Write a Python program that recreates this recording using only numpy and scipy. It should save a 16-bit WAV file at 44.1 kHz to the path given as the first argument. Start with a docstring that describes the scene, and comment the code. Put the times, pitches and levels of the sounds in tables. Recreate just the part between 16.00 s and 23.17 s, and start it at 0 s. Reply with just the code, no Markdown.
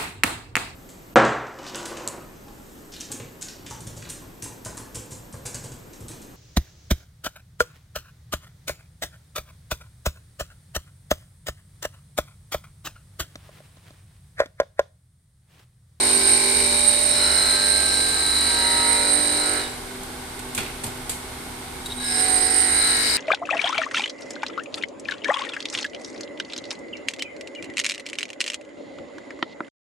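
"""A grinding wheel runs along a long steel blade, scratching it with its grit and growling once a turn.
The growl is a stack of tones tied to the turning speed; the hiss is noise, partly repeated each turn.
The same kind of scratching, sent through narrow resonances, makes the steel ring, squeal and sing.
The wheel runs off the end, gear clacks sound as bursts of noise and dying tones, and the wheel bites again.
Behind it all a motor runs: airy noise, a ringing housing and steady or wavering low tones."""
import sys
import numpy as np
from scipy import signal
from scipy.fft import rfft, irfft, next_fast_len
from scipy.io import wavfile
from scipy.ndimage import uniform_filter1d

SR = 44100
rng = np.random.default_rng(int(sys.argv[2]) if len(sys.argv) > 2 else 0)


def inscribe(sig):
    """Save sig as 16-bit PCM at rate SR to the path in sys.argv[1].

    A 1-D sig is mono; a 2-D sig holds one channel per row.
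    Samples are clipped to [-1, 1] before scaling.
    """
    pcm = np.round(np.clip(np.atleast_2d(sig).T, -1, 1) * 32767)
    wavfile.write(sys.argv[1], SR, pcm.astype(np.int16))


N = 316197
TIME = np.arange(N) / SR  # seconds
BINS = np.maximum(np.arange(N // 2 + 1) * SR / N, 1)  # frequencies of the spectrum, Hz


# growl of the wheel's uneven face: times_turn_rate, relative_level_db
FACE = [(6, -4.5), (7, -6.5), (8, -6), (9, -2.5), (10, -6.5), (11, -6), (12, -4), (13, -11.5), (14, -7.5),
        (15, -5.5), (16, -7), (17, -11.5), (18, -5.5), (19, -4), (20, -13), (21, -9), (22, -11.5),
        (23, -11), (24, -17), (25, -21)]
# rasp of the face's finer bumps: pitch_hz, relative_level_db
RASP = [(1280, 1.5), (1450, 1), (1650, 6), (1900, -1), (2200, 0.5), (2400, 0.5), (2600, -59), (2900, 4),
        (3200, -39)]
# loudness of the uneven face, one table a pass: time_s, growl_db, rasp_db
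FACE_LEVEL = [
    [(0, -29.5, -36), (.55, -30.5, -31.5), (1.05, -33, -40), (1.25, -32.5, -29.5), (2.4, -36.5, -33.5),
     (2.62, -30, -29), (2.9, -28, -28), (3.25, -31.3, -34.5), (3.55, -31, -30)],
    [(6.08, -31.5, -29.5), (6.35, -30, -34), (6.9, -35.5, -28), (7.17, -36.5, -30)],
]
# colour of the grit noise: pitch_hz, level_db_per_hz
GRIT = [(180, -14), (290, -4.5), (520, -3), (1000, -7.5), (1700, 0), (2200, 3), (2700, -3), (2950, 0.5),
        (3400, -6), (3800, 3), (4400, 4.5), (5400, 0.5), (6200, -6), (7050, -2), (8300, 7), (9300, 1.5),
        (12300, -14), (14300, -6.5)]
# side the grit is heard on: pitch_hz, left_minus_right_db
GRIT_PAN = [(300, -6), (1000, -8.5), (1800, 0), (2800, 0), (3400, 1), (4700, 5.5), (6200, 0), (7100, 13),
            (8200, -33), (10000, -5), (11300, 1), (12300, 1), (14200, 21)]
# hiss at the blade's tip, its rise per second of travel from the tip, its share of the pressure's swing
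HISS_DB, HISS_RISE_DB_PER_S, HISS_FOLLOWS = -28.5, 1.32, .25


def wheel(turns):
    """The uneven face growls and rasps; the grit hisses more with pressure and distance from the tip."""
    growl_db, rasp_db = in_time(FACE_LEVEL[0] + FACE_LEVEL[1])
    growl = turn_lines(turns, FACE, waver_db=2.0, fade_db=1.35) * sides(-0.67)
    growl = from_db(growl_db) * contact(touch_db=-27, release_db_per_s=74) * growl
    fine = [(k, at_hz(RASP, k * SPEED[-1][1])) for k in range(26, 64)]
    rasp = turn_lines(turns, fine, waver_db=3.5, fade_db=1.4) * sides(-6.0)
    rasp = from_db(rasp_db) * contact(touch_db=-13, release_db_per_s=88) * rasp

    pressure_db = in_passes(PRESSURE)
    swing_db = pressure_db - np.mean(pressure_db)
    from_tip_s = np.maximum(np.maximum(PASSES[0][1] - TIME, TIME - PASSES[1][0]), 0)
    hiss_db = HISS_DB + HISS_RISE_DB_PER_S * from_tip_s + HISS_FOLLOWS * swing_db
    force = grit_force(turns, repeat=.25, lumpy_db=2.4, flutter_db=.6)
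    hiss = from_db(hiss_db) * airborne(force, GRIT, GRIT_PAN)
    return growl + rasp + (hiss + sparks()) * contact(touch_db=-10, release_db_per_s=67)


# blade resonances that swell as the wheel passes: middle_s, half_length_s, pitch_hz, width_hz, gain_db
SWELLS = [(0.1, 0.65, 380, 37, 14.5), (0.17, 0.44, 1565, 35, 14), (0.55, 0.53, 2350, 110, 21.5),
          (0.27, 0.32, 1030, 45, 9), (0.87, .7, 835, 26, 11), (0.76, 0.52, 590, 23, 6.5),
          (1.33, 0.57, 627, 63, 11), (1.35, 0.23, 1410, 50, 10), (2, 0.22, 1600, 70, 5),
          (1.92, 0.64, 1586, 29, 15), (2.15, 1, 1288, 20, 9), (1.85, .2, 1300, 22, 11),
          (1.3, .22, 2030, 30, 7), (0.6, 0.32, 2200, 42, 13), (1.5, .3, 890, 22, 9.5),
          (2.75, 0.36, 2100, 22, 5), (2.5, .75, 1900, 20, 10.5), (2.78, 0.39, 942, 21, 16),
          (2.75, 0.13, 2000, 68, 16), (2.9, .44, 1910, 160, 4), (2.97, .55, 595, 30, 6),
          (3.1, 0.44, 297, 33, 6.5), (3.53, .12, 1640, 35, 6), (6.1, 0.18, 1640, 27, 11),
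          (6.44, 0.49, 762, 33, 17.5), (6.57, 0.62, 310, 43, 6), (6.73, .55, 1890, 54, 10.5),
          (6.34, 0.67, 2040, 75, 10), (6.95, .25, 2160, 70, 4), (8.3, 0.13, 945, 22, 7),
          (7.4, .4, 630, 23, 9), (1.4, 0.23, 1037, 22, 9), (2.84, .4, 770, 80, 4)]
# the tones wander in phase, more so the higher they are
LINE_WANDER_RAD_PER_KHZ = .55


def turn_lines(turns, orders, waver_db, fade_db):
    """Tones at multiples of the turn rate, lifted by the blade's resonances; overall power held at one."""
    out, power, knots = np.zeros((2, N), np.float32), 0, np.arange(0, N / SR + .05, .05)
    turn_hz, angle = np.interp(knots, *np.transpose(SPEED)), 2 * np.pi * (turns % 1)

    def chance(size):
        return rms_one(uniform_filter1d(rng.standard_normal(len(knots)), size=size))

    for k, db in orders:
        lift = 0
        for middle, half, hz, width, gain_db in SWELLS:
            lift = lift + gain_db * np.exp(-((knots - middle) / half) ** 4 - ((k * turn_hz - hz) / width) ** 2)
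        waver, fade = chance(size=4), chance(size=12)
        # tones fade most where no resonance holds them
        gain = from_db(db + lift + waver_db * waver + fade_db * fade * np.exp(-np.abs(lift) / 10))
        wander = LINE_WANDER_RAD_PER_KHZ * k * turn_hz / 1000 * chance(size=2)
        start = 2 * np.pi * rng.random()
        phase = (k * angle + np.interp(TIME, knots, wander + start)).astype(np.float32)
        # each tone reaches the two sides with a phase gap of its own
        apart = np.arccos(np.clip(at_hz(LIKENESS, k * turn_hz[0]), -1, 1)) * rng.choice([-1, 1])
        tone = np.sin(phase + np.float32([[0], [apart]]))
        out += np.interp(TIME, knots, gain).astype(np.float32) * tone
        power = power + gain ** 2 / 2
    return out / np.interp(TIME, knots, np.sqrt(power))


def once_a_turn(turns, size):
    """A random profile round the wheel's rim, met again on every turn."""
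    return np.interp(turns % 1, np.arange(size) / size, rms_one(rng.standard_normal(size)), period=1)


def grit_force(turns, repeat, lumpy_db, flutter_db):
    """Grains scratch the steel: partly the same ones each turn, harder on the wheel's high spots."""
    repeat = np.clip(repeat, 0, 1)
    same = rms_one(np.array([once_a_turn(turns, size=900), once_a_turn(turns, size=900)]))
    force = np.sqrt(repeat) * same + np.sqrt(1 - repeat) * rng.standard_normal((2, N))
    return force * from_db(lumpy_db * once_a_turn(turns, size=14) + flutter_db * drift(70))


SPARKS_PER_S, SPARK_DB = 40, -41


def sparks():
    """Grains break off at random, most of them small, each with a bright tick."""
    ticks = (rng.random(N) < SPARKS_PER_S / SR) * from_db(4 * np.minimum(rng.exponential(1, N), 3))
    return from_db(SPARK_DB) * airborne(ticks * rng.choice([-1, 1], (2, N)), CLACK_TREBLE, FAN_PAN)


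# passes of the wheel along the blade, the first already under way: touch_s, run_off_s
PASSES = [(-1, 3.577), (6, 8)]
BITE_S = .22  # time the wheel takes to bite fully


def contact(touch_db, release_db_per_s):
    """A grinding sound starts softly at the touch, grows as the wheel bites and dies as it runs off."""
    gain = 0
    for touch, run_off in PASSES:
        unbitten = 1 - np.clip((TIME - touch) / BITE_S, 0, 1)
        gain_db = touch_db * unbitten ** 1.5 - release_db_per_s * np.maximum(TIME - run_off, 0)
        gain = gain + (TIME >= touch) * from_db(gain_db)
    return gain


# side each is heard on: time_s, ring_left_minus_right_db, squeal_left_minus_right_db
BEARING = [(0, 22, -7), (.7, 10, -11), (1.3, 2, -18), (2.0, 2.5, -16), (3.0, 3, -14), (3.7, 6, -13),
           (5.9, 8, -10), (6.5, -5, -13), (7.17, 30, -4)]
# notes of the freely ringing steel: pitch_hz, width_hz, relative_level_db
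RING_MODES = [(3850, 70, -13.5), (4014, 34, 0), (4095, 42, -1.2)]
SQUEAL_MODES = [(8360, 140, -12), (8583, 52, -1.5), (8800, 42, 0)]
# notes of the steel when damped: pitch_hz, width_hz, relative_level_db
DAMPED_MODES = [(3850, 150, 0), (3990, 150, .5), (4150, 110, -1.5), (4400, 150, -8)]
DAMPED_SQUEAL_MODES = [(8480, 220, -4), (8690, 170, -2), (8840, 110, 0)]
# pitch moves with the wheel's place and sags at the free tip: time_s, shift_hz
RING_SHIFT = [(0, 20), (.5, 30), (.8, -62), (1.05, -44), (1.25, 15), (1.7, 16), (2.1, -12), (2.5, -4),
              (3.0, -15), (3.3, -40), (3.42, 15), (3.6, -38), (3.67, -190), (5.92, -190), (5.97, -70),
              (6.02, 0), (6.22, 4), (6.33, -50), (6.6, -10), (6.8, 7)]
# the squeal bends with the bite of the wheel: time_s, shift_hz
SQUEAL_SHIFT = [(0, -1), (1.1, 15), (1.4, -12), (1.9, -12), (2.2, 5), (2.38, 90), (2.52, -5), (3.1, -10),
                (3.4, -20), (6.0, -13), (6.5, -8), (6.9, 7)]
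# level of the ring near 4 kHz before flutter, one table a pass: time_s, level_db
RING = [
    [(0, -29), (.9, -28.5), (1.08, -30), (1.22, -22.5), (1.5, -21.5), (1.88, -23.5), (2.1, -27),
     (2.35, -24), (2.8, -24), (3.05, -28), (3.44, -28.5), (3.54, -33.5)],
    [(6.08, -33), (6.62, -37.5), (6.85, -23.5), (7.17, -28.5)],
]
# squeal between catches, before flutter and a 3 dB lift, one table a pass: time_s, level_db
SQUEAL = [
    [(0, -24), (1.0, -23), (2.4, -26.5), (3.4, -24.5), (3.58, -30.5)],
    [(6.08, -24), (6.6, -21), (6.85, -24.5), (7.17, -33)],
]
# steel locks to the wheel and throbs: middle_s, half_length_s, beats_per_turn, depth_db, pitch_swing_hz
RING_THROBS = [(1.36, .2, 1, 3.0, 20), (1.46, .33, 2, 3.9, 40), (2.55, .15, 3, 2.6, 15),
               (1.78, .22, 4, 2.8, 20), (2.18, .28, 2, 3.2, 20), (2.2, .25, 1, 2.6, 10),
               (2.85, .3, 4, 3.2, 20), (3.3, .25, 1, 2.2, 10), (6.85, .2, 1, 3.0, 10)]
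SQUEAL_THROBS = [(2.98, .14, 4, 2.8, 0), (6.42, .45, 4, 2.7, 0)]
# the wheel catches and the squeal flares, or skips and it sinks: middle_s, half_length_s, gain_db
CATCHES = [(0.15, .03, 3.5), (0.314, 0.055, 6), (0.883, 0.019, 9.5), (1.08, 0.036, 3), (1.353, 0.021, -0.5),
           (1.685, .035, 5), (2.02, 0.035, -0.5), (2.373, .035, 0), (2.907, 0.06, 5), (3.135, 0.03, 5),
           (5.87, .012, 6), (5.963, 0.0086, 6), (6.053, .005, -7), (6.136, .005, -10), (6.166, .004, -11),
           (6.272, 0.013, -11), (6.36, .025, 2.5), (6.397, 0.0066, -12), (6.417, 0.019, 0),
           (6.49, .012, -8)]
# stick and slip make ring and squeal flutter
FLUTTER_PER_S, RING_FLUTTER_DB, SQUEAL_FLUTTER_DB = 14, 0.88, 1.5
# the part of a flare above this gain is a pure shriek
SHRIEK_ABOVE_DB, SHRIEK_HZ = 5.5, 8830


def steel(turns):
    """Grit drives a ring near 4 kHz and a squeal above 8 kHz, which flares when the wheel catches."""
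    ring_pan, squeal_pan = in_time(BEARING)
    force = grit_force(turns, repeat=.45, lumpy_db=1.8, flutter_db=.8)
    ring = sing(force, RING_MODES, DAMPED_MODES, band_hz=(3720, 4540), evenness=0.94,
                shift_hz=in_time(RING_SHIFT)[0])
    ring = throb(spread(ring, alike=0.7), turns, RING_THROBS)
    ring_gain = from_db(in_passes(RING) + RING_FLUTTER_DB * drift(FLUTTER_PER_S))
    ring_gain = ring_gain * contact(touch_db=-16, release_db_per_s=125)

    force = grit_force(turns, repeat=.3, lumpy_db=1.8, flutter_db=.9)
    squeal = sing(force, SQUEAL_MODES, DAMPED_SQUEAL_MODES, band_hz=(8180, 9020), evenness=0.9,
                  shift_hz=in_time(SQUEAL_SHIFT)[0])
    squeal = throb(spread(squeal, alike=0.2), turns, SQUEAL_THROBS)
    squeal_gain = from_db(in_passes(SQUEAL) + 3.0 + SQUEAL_FLUTTER_DB * drift(FLUTTER_PER_S))
    squeal_gain = squeal_gain * contact(touch_db=-18.5, release_db_per_s=147)

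    flare = from_db(sum(db * np.exp(-((TIME - s) / half) ** 2) for s, half, db in CATCHES))
    rough = np.minimum(flare, from_db(SHRIEK_ABOVE_DB))
    shriek = np.sqrt(2 * (flare ** 2 - rough ** 2)) * np.sin(2 * np.pi * SHRIEK_HZ * TIME)
    squealing = squeal_gain * (rough * squeal + shriek) * sides(squeal_pan)
    return ring_gain * ring * sides(ring_pan) + squealing


# how damped the steel is under the wheel: time_s, share_0_to_1
DAMPING = [(0, .9), (1.05, 0.76), (1.25, 0.13), (2.8, 0.06), (3.6, 0.16), (6.55, 0.33), (6.8, 0),
           (7.17, 0.5)]


def sing(force, free_modes, damped_modes, band_hz, evenness, shift_hz=0):
    """Steel between free and damped; friction limits its swing, which evens out the loudness."""
    damped = np.clip(in_time(DAMPING)[0], 0, 1)
    free_sound = resonate(force, free_modes, band_hz, shift_hz)
    damped_sound = resonate(force, damped_modes, band_hz, shift_hz)
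    x = (1 - damped) * free_sound + damped * damped_sound
    power = uniform_filter1d(np.mean(x ** 2, axis=0), size=1300)
    return rms_one(x / (np.abs(power) + 1e-9) ** (np.clip(evenness, 0, 1) / 2))


LOCK_SHARE = .7  # share of its random flicker that the steel loses while locked


def throb(x, turns, throbs):
    """Steel locked to the wheel swaps random flicker for regular beats of level and pitch, at equal power."""
    beat_db, bend_hz, locked = 0, 0, 0
    for s, half, beats, depth_db, swing_hz in throbs:
        window = np.exp(-np.minimum(np.square(np.square((TIME - s) / half)), 20))
        beat = window * np.cos(2 * np.pi * beats * turns)
        beat_db = beat_db + depth_db * beat
        bend_hz = bend_hz + swing_hz * beat
        locked = np.maximum(locked, window)
    # turning the phase of the complex signal bends its pitch
    complex_x = signal.hilbert(x, next_fast_len(N))[:, :N]
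    bent = np.real(complex_x * np.exp(2j * np.pi * np.cumsum(bend_hz) / SR))
    flicker = np.abs(uniform_filter1d(x ** 2, size=130)) + 1e-3
    beating = bent * from_db(beat_db) / flicker ** (LOCK_SHARE * locked / 2)
    return beating * np.sqrt(uniform_filter1d(x ** 2, size=3600) / uniform_filter1d(beating ** 2, size=3600))


# singing overtones: middle_s, half_length_s, pitch_hz, width_hz, level_db, left_minus_right_db
OVERTONES = [(0.24, .5, 4380, 65, -40, 10), (.4, .5, 5400, 70, -42, 9), (1.24, .17, 5300, 24, -36, 5),
             (1.5, .11, 3800, 10, -39, 5), (1.4, .22, 4100, 16, -36, 7), (1.55, 0.36, 5230, 55, -43, 9),
             (1.94, 0.11, 5500, 10, -38.5, 5), (2.45, .16, 4511, 10, -38, 11), (2, 0.41, 4100, 16, -44, 7),
             (2.9, .36, 3900, 22, -44, 5), (2.8, .35, 5060, 26, -42, 10), (6.12, 0.16, 3900, 22, -34, 5),
             (6.15, 0.1, 5130, 34, -33, 7), (6.72, .2, 3900, 16, -42, -2), (6.5, .14, 5080, 90, -36, 9),
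             (1.74, 0.11, 8590, 24, -34, -16), (6.42, 0.45, 8580, 26, -30, -10),
             (6.85, 0.12, 8610, 26, -28, -15)]


def overtones(turns):
    """The grit keeps single overtones of the blade singing for a stretch of its length each."""
    force, out = grit_force(turns, repeat=0.29, lumpy_db=0.5, flutter_db=0.0), np.zeros((2, N))
    for s, half, hz, width, db, pan_db in OVERTONES:
        near = slice(max(int((s - 1.6 * half) * SR), 0), int((s + 1.6 * half) * SR))
        swell = np.exp(-((TIME[near] - s) / half) ** 4)
        tone = spread(held_mode(force[:, near], hz, width), alike=0.67)
        out[:, near] += from_db(db) * swell * tone * sides(pan_db)
    return out


# notes of the clamp bar: pitch_hz, width_hz, relative_level_db
CLAMP_MODES = [(4560, 130, -4), (4830, 170, -1), (5080, 160, -1), (5280, 130, -2)]
# how hard the wheel presses, as the clamp's buzz before a 4 dB cut, one table a pass: time_s, level_db
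PRESSURE = [
    [(0.03, -36.5), (0.28, -32.5), (0.98, -39), (1.24, -36), (1.96, -35.5), (2.16, -40), (2.4, -35),
     (3.44, -37.5), (3.55, -39.5)],
    [(6.08, -35), (6.35, -35), (6.7, -37.5), (7.12, -24)],
]


def clamp(turns):
    """The clamp bar buzzes along with the blade as hard as the wheel presses, mostly on the left."""
    force = grit_force(turns, repeat=0.45, lumpy_db=2.5, flutter_db=1.0)
    buzz = resonate(force, CLAMP_MODES, band_hz=(4300, 5550))
    gain = from_db(in_passes(PRESSURE) - 4.0) * contact(touch_db=-14, release_db_per_s=120)
    return gain * spread(buzz, alike=0.23) * sides(16.0)


# the free tip rings as the wheel leaves and meets it: middle_s, half_length_s, pitch_hz, width_hz, level_db
TIP_RINGS = [(3.602, 0.019, 4000, 50, -27.5), (3.65, .025, 3780, 50, -36), (3.73, 0.053, 4005, 14, -47),
             (5.865, .008, 3810, 160, -33), (5.917, .02, 3800, 120, -32.5)]


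def blade_tip(turns):
    """The wheel's rim scrapes over the end of the blade and makes it ring."""
    force, rings = rng.standard_normal((2, N)) * from_db(2.5 * once_a_turn(turns, size=14)), 0
    for s, half, hz, width, db in TIP_RINGS:
        swell = np.exp(-((TIME - s) / half) ** 2)
        rings = rings + from_db(db) * swell * held_mode(force, hz, width)
    return spread(rings, alike=0.89)


# blows of the reversing gear, rebounds and first touch: start_s, treble_db, body_db, thump_db, decay_t60_s
CLACKS = [(4.033, -31, -60, -65, .02), (4.392, -30, -42, -60, 0.04), (4.5485, -20.5, -44, -55, 0.03),
          (4.5525, -24, -44, -60, .02), (4.569, -31, -37, -55, .05), (4.577, -23.5, -22.5, -32.5, 0.07),
          (4.585, -30, -25, -45, .045), (4.605, -29, -31, -50, .04), (4.63, -34, -35, -55, .04),
          (4.663, -40, -32.5, -55, .04), (4.836, -27, -37, -32, 0.035), (4.8405, -24, -36, -37, .045),
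          (4.865, -30, -42, -55, .07), (5.095, -15.5, -38, -55, 0.012), (5.099, -17, -42, -55, 0.0098),
          (5.1168, -29, -46, -60, .015), (5.859, -30, -42, -60, .06)]
# colours of the three parts of a clack: pitch_hz, level_db_per_hz
CLACK_TREBLE = [(1500, -12), (3000, -5.5), (4400, -7.5), (5800, -9), (8200, 4), (10500, -1.5), (12500, -7),
                (14000, -12)]
CLACK_BODY = [(100, -15), (230, -3), (500, -12), (800, -7), (1100, -4), (1900, -3.5), (2450, 1.5),
              (3300, -5), (4500, -10.5), (6000, -13), (8000, -25)]
CLACK_THUMP = [(50, -32), (105, 1), (160, -17), (260, -10), (500, -22), (900, -14), (1300, -29)]
# what the blows set ringing, in the frame and in the switch lever: pitch_hz, relative_level_db, t60_s
FRAME_MODES = [(224, -10, 0.1), (1040, -11, 0.17), (1430, -15, .2), (2410, -8, .18), (3380, -18, .2),
               (3880, -18, .2), (4400, -16, .18), (6080, -20, .14)]
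LEVER_MODES = [(3380, -17, .05), (3900, -18, 0.036), (4620, -13, .04), (6600, -15, .05), (8000, -7, .04),
               (8500, -14, .05), (12480, -16, .08)]
# the first contact of a blow snaps: level against the blow's treble, and decay time
SNAP_DB, SNAP_T60_S = -0.5, .005
ROOM_T60_S = 0.7  # fall by 60 dB of the body's tail in the room


def clacks(rise_s=0.0005, treble_room_db=-13.0, body_room_db=-11, treble_t60=0.3, thump_t60=0.53,
           frame_db=-1.0, lever_db=0.0):
    """Each blow cracks, rings the lever and the frame and thumps the bed; the workshop adds a longer tail."""
    treble, body, thump = np.zeros((3, N))  # power over time
    rings, age = np.zeros((2, N)), np.arange(SR // 2) / SR
    attack, build = 1 - np.exp(-age / rise_s), 1 - np.exp(-age / 0.0052)

    def room(db, t60):
        return from_db(db) ** 2 * build * from_db(-120 * age / t60)

    for s, treble_db, body_db, thump_db, t60 in CLACKS:
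        span = slice(int(s * SR), int(s * SR) + len(age))
        direct = attack ** 2 * from_db(-120 * age / t60)  # power falls 60 dB in t60
        snap = from_db(2 * SNAP_DB - 120 * age / SNAP_T60_S)
        treble[span] += from_db(treble_db) ** 2 * (snap + direct + room(treble_room_db, treble_t60))
        body[span] += from_db(body_db) ** 2 * (direct + room(body_room_db, ROOM_T60_S))
        thump[span] += room(thump_db, thump_t60)
        frame = from_db(body_db + frame_db) * struck(FRAME_MODES, age)
        lever = from_db(treble_db + lever_db) * struck(LEVER_MODES, age)
        rings[:, span] += attack * (frame + lever)
    out = rings
    for power, spectrum in [(treble, CLACK_TREBLE), (body, CLACK_BODY), (thump, CLACK_THUMP)]:
        out = out + np.sqrt(power) * airborne(rng.standard_normal((2, N)), spectrum, FAN_PAN)
    return out


def struck(modes, age):
    """Dying sines, each with a strength of its own for every blow and a phase for each side."""
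    out = 0
    for hz, db, t60 in modes:
        gain = from_db(db + 1.5 * rng.standard_normal() - 60 * age / t60)
        out = out + gain * np.sin(2 * np.pi * (hz * age + rng.random((2, 1))))
    return out


# colour of the fan's air: pitch_hz, level_db_per_hz
FAN = [(15, -19), (28, -5), (110, -8.5), (170, -10), (330, -9.5), (520, -23.5), (800, -9.5), (1800, -17.5),
       (2700, -19), (3800, -16.5), (6000, -23), (7300, -23), (8600, -15), (9800, -20), (11000, -22),
       (14300, -28.5)]
# side the air is heard on: pitch_hz, left_minus_right_db
FAN_PAN = [(60, -0.5), (700, 1), (1400, -5), (2300, -6), (3500, 0), (5500, 5), (7000, 3), (8400, -11),
           (9600, 1), (11000, 3), (14000, 6)]
# resonances of the motor housing: pitch_hz, width_hz, relative_level_db
HOUSING = [(378, 45, 0), (850, 200, -3), (1490, 140, -3.5), (2170, 130, -2.5)]
# out-of-balance drone at five times the turn rate, before its wavering: time_s, level_db
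DRONE = [(0, -39.5), (.55, -37.5), (1.3, -42.5), (2.0, -46.5), (2.85, -41), (3.5, -44), (5.8, -46),
         (6.0, -41), (6.5, -43), (7.17, -44.5)]
# steady motor tones: pitch_hz, level_db
HUM = [(30, -53), (109, -54), (143, -57), (386, -50.5), (484.5, -55.5), (630, -57.5), (769, -57.5),
       (1098, -59), (1497, -61)]
# low hum of the carriage drive, before its wavering: time_s, level_db
DRIVE = [(0, -48), (.35, -46), (.47, -57), (.57, -43.5), (1.0, -42), (1.11, -49), (1.2, -42), (1.48, -37),
         (1.55, -46), (1.63, -41.5), (2.5, -41), (3.3, -44.5), (3.9, -50), (5.3, -51), (6.4, -48),
         (7.17, -48)]
FAN_DB = -36.5


def motor(turns, low_hz=69.0, wander=0.098, waver_db=2.0):
    """Fan air, a ringing housing, the spindle's drone, steady tones and the carriage drive's wavering hum."""
    air = from_db(FAN_DB) * airborne(rng.standard_normal((2, N)), FAN, FAN_PAN)
    housing = resonate(rng.standard_normal((2, N)), HOUSING, band_hz=(280, 2500))
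    housing = from_db(-42.0) * spread(housing, alike=0.44) * sides(-2.3)
    drone_gain = from_db(in_time(DRONE)[0] + 1.95 * drift(16)) * np.sqrt(2)
    drone = drone_gain * np.sin(2 * np.pi * 5 * turns)
    tones = HUM + [(low_hz, in_time(DRIVE)[0] + waver_db * drift(9))]
    hum = 0
    for hz, db in tones:
        hum = hum + from_db(db) * np.sqrt(2) * np.sin(2 * np.pi * (hz * TIME + wander * drift(7)))
    return air + housing + drone + hum


def resonate(force, modes, band_hz, shift_hz=0, size=1024):
    """Side-by-side resonances of alternating sign that can glide together, heard only within a band."""
    out, shift = 0, np.broadcast_to(shift_hz, N)
    for k, (hz, width, db) in enumerate(modes):
        r, mode, state = np.exp(-np.pi * width / SR), np.empty_like(force), np.zeros((2, 2))
        for i in range(0, N, size):  # the pitch is renewed block by block
            feedback = [1, -2 * r * np.cos(2 * np.pi * (hz + shift[i]) / SR), r * r]
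            block = force[:, i:i + size]
            mode[:, i:i + size], state = signal.lfilter([1, 0, -1], feedback, block, zi=state)
        out = out + (-1) ** k * from_db(db) * rms_one(mode)
    band = signal.butter(4, band_hz, "band", fs=SR, output="sos")
    return rms_one(signal.sosfilt(band, out))


def held_mode(force, hz, width):
    """One narrow resonance whose swing is held steady by friction; about unit power."""
    r = np.exp(-np.pi * width / SR)
    x = signal.lfilter([1, 0, -1], [1, -2 * r * np.cos(2 * np.pi * hz / SR), r * r], force)
    return x / np.sqrt(np.abs(uniform_filter1d(np.mean(x ** 2, axis=0), size=900)) + 1e-9)


# how alike left and right are: pitch_hz, likeness_0_to_1
LIKENESS = [(60, 0.89), (250, 0.94), (600, 0.7), (1200, 0.064), (2500, 0.25), (5000, 0), (9000, 0),
            (14000, 0)]


def airborne(pair, spectrum, pan):
    """Stereo noise with a colour and a balance, alike in the bass and diffuse in the treble."""
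    both = spread(rfft(pair), at_hz(LIKENESS, BINS)) * sides(at_hz(pan, BINS))
    return rms_one(irfft(both * from_db(at_hz(spectrum, BINS)), N))


def spread(pair, alike):
    """Two unrelated signals become left and right with a given likeness."""
    alike = np.clip(alike, -1, 1)
    shared = np.sqrt(1 + alike) * pair[0]
    opposed = np.sqrt(1 - alike) * pair[1] * [[1], [-1]]
    return (shared + opposed) / np.sqrt(2)


def sides(pan_db):
    """Left and right gains of equal total power."""
    gains = from_db(np.array([[.5], [-.5]]) * pan_db)
    return gains / np.sqrt(np.mean(gains ** 2, axis=0))


def from_db(db):
    """Decibels to gain."""
    return 10 ** (np.asarray(db) / 20)


def rms_one(x):
    """Scale to unit power."""
    return x / np.sqrt(np.mean(x ** 2) + 1e-20)


def in_time(rows):
    """Columns of a curve at every sample."""
    s, *columns = np.transpose(rows)
    return [np.interp(TIME, s, c) for c in columns]


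def in_passes(tables):
    """A dB curve at every sample from one table a pass."""
    return in_time([row for rows in tables for row in rows])[0]


def at_hz(points, hz):
    """Read a spectrum on a log-frequency axis."""
    f, value = np.transpose(points)
    return np.interp(np.log(hz), np.log(np.maximum(f, 1)), value)


def drift(rate):
    """Smooth chance: random points of spread 1, rate per second, joined by straight lines."""
    knots = np.arange(0, N / SR + 2, 1 / rate)
    return np.interp(TIME + rng.random(), knots, rng.standard_normal(2048)[:len(knots)])


# spindle speed: time_s, turns_per_s
SPEED = [(0, 48.85), (.5, 48.85), (1.0, 49.1), (1.25, 49.4), (1.9, 49.55), (2.8, 49.55), (3.6, 49.7),
         (3.9, 49.9), (5.8, 49.9), (6.2, 49.7), (7.17, 49.7)]


def scene():
    """One spindle drives all the grinding sounds."""
    turns = np.cumsum(in_time(SPEED)[0]) / SR
    grinding = wheel(turns) + steel(turns) + overtones(turns) + clamp(turns) + blade_tip(turns)
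    return grinding + motor(turns) + clacks()


CUTOFF_HZ = 14280


def record(dry):
    """The highest peaks are rounded and the top is cut steeply."""
    rounded = dry / (1 + (dry / .85) ** 6) ** (1 / 6)
    return signal.sosfilt(signal.ellip(16, .2, 80, CUTOFF_HZ, fs=SR, output="sos"), rounded)


dry = scene()
out = record(dry)
inscribe(out)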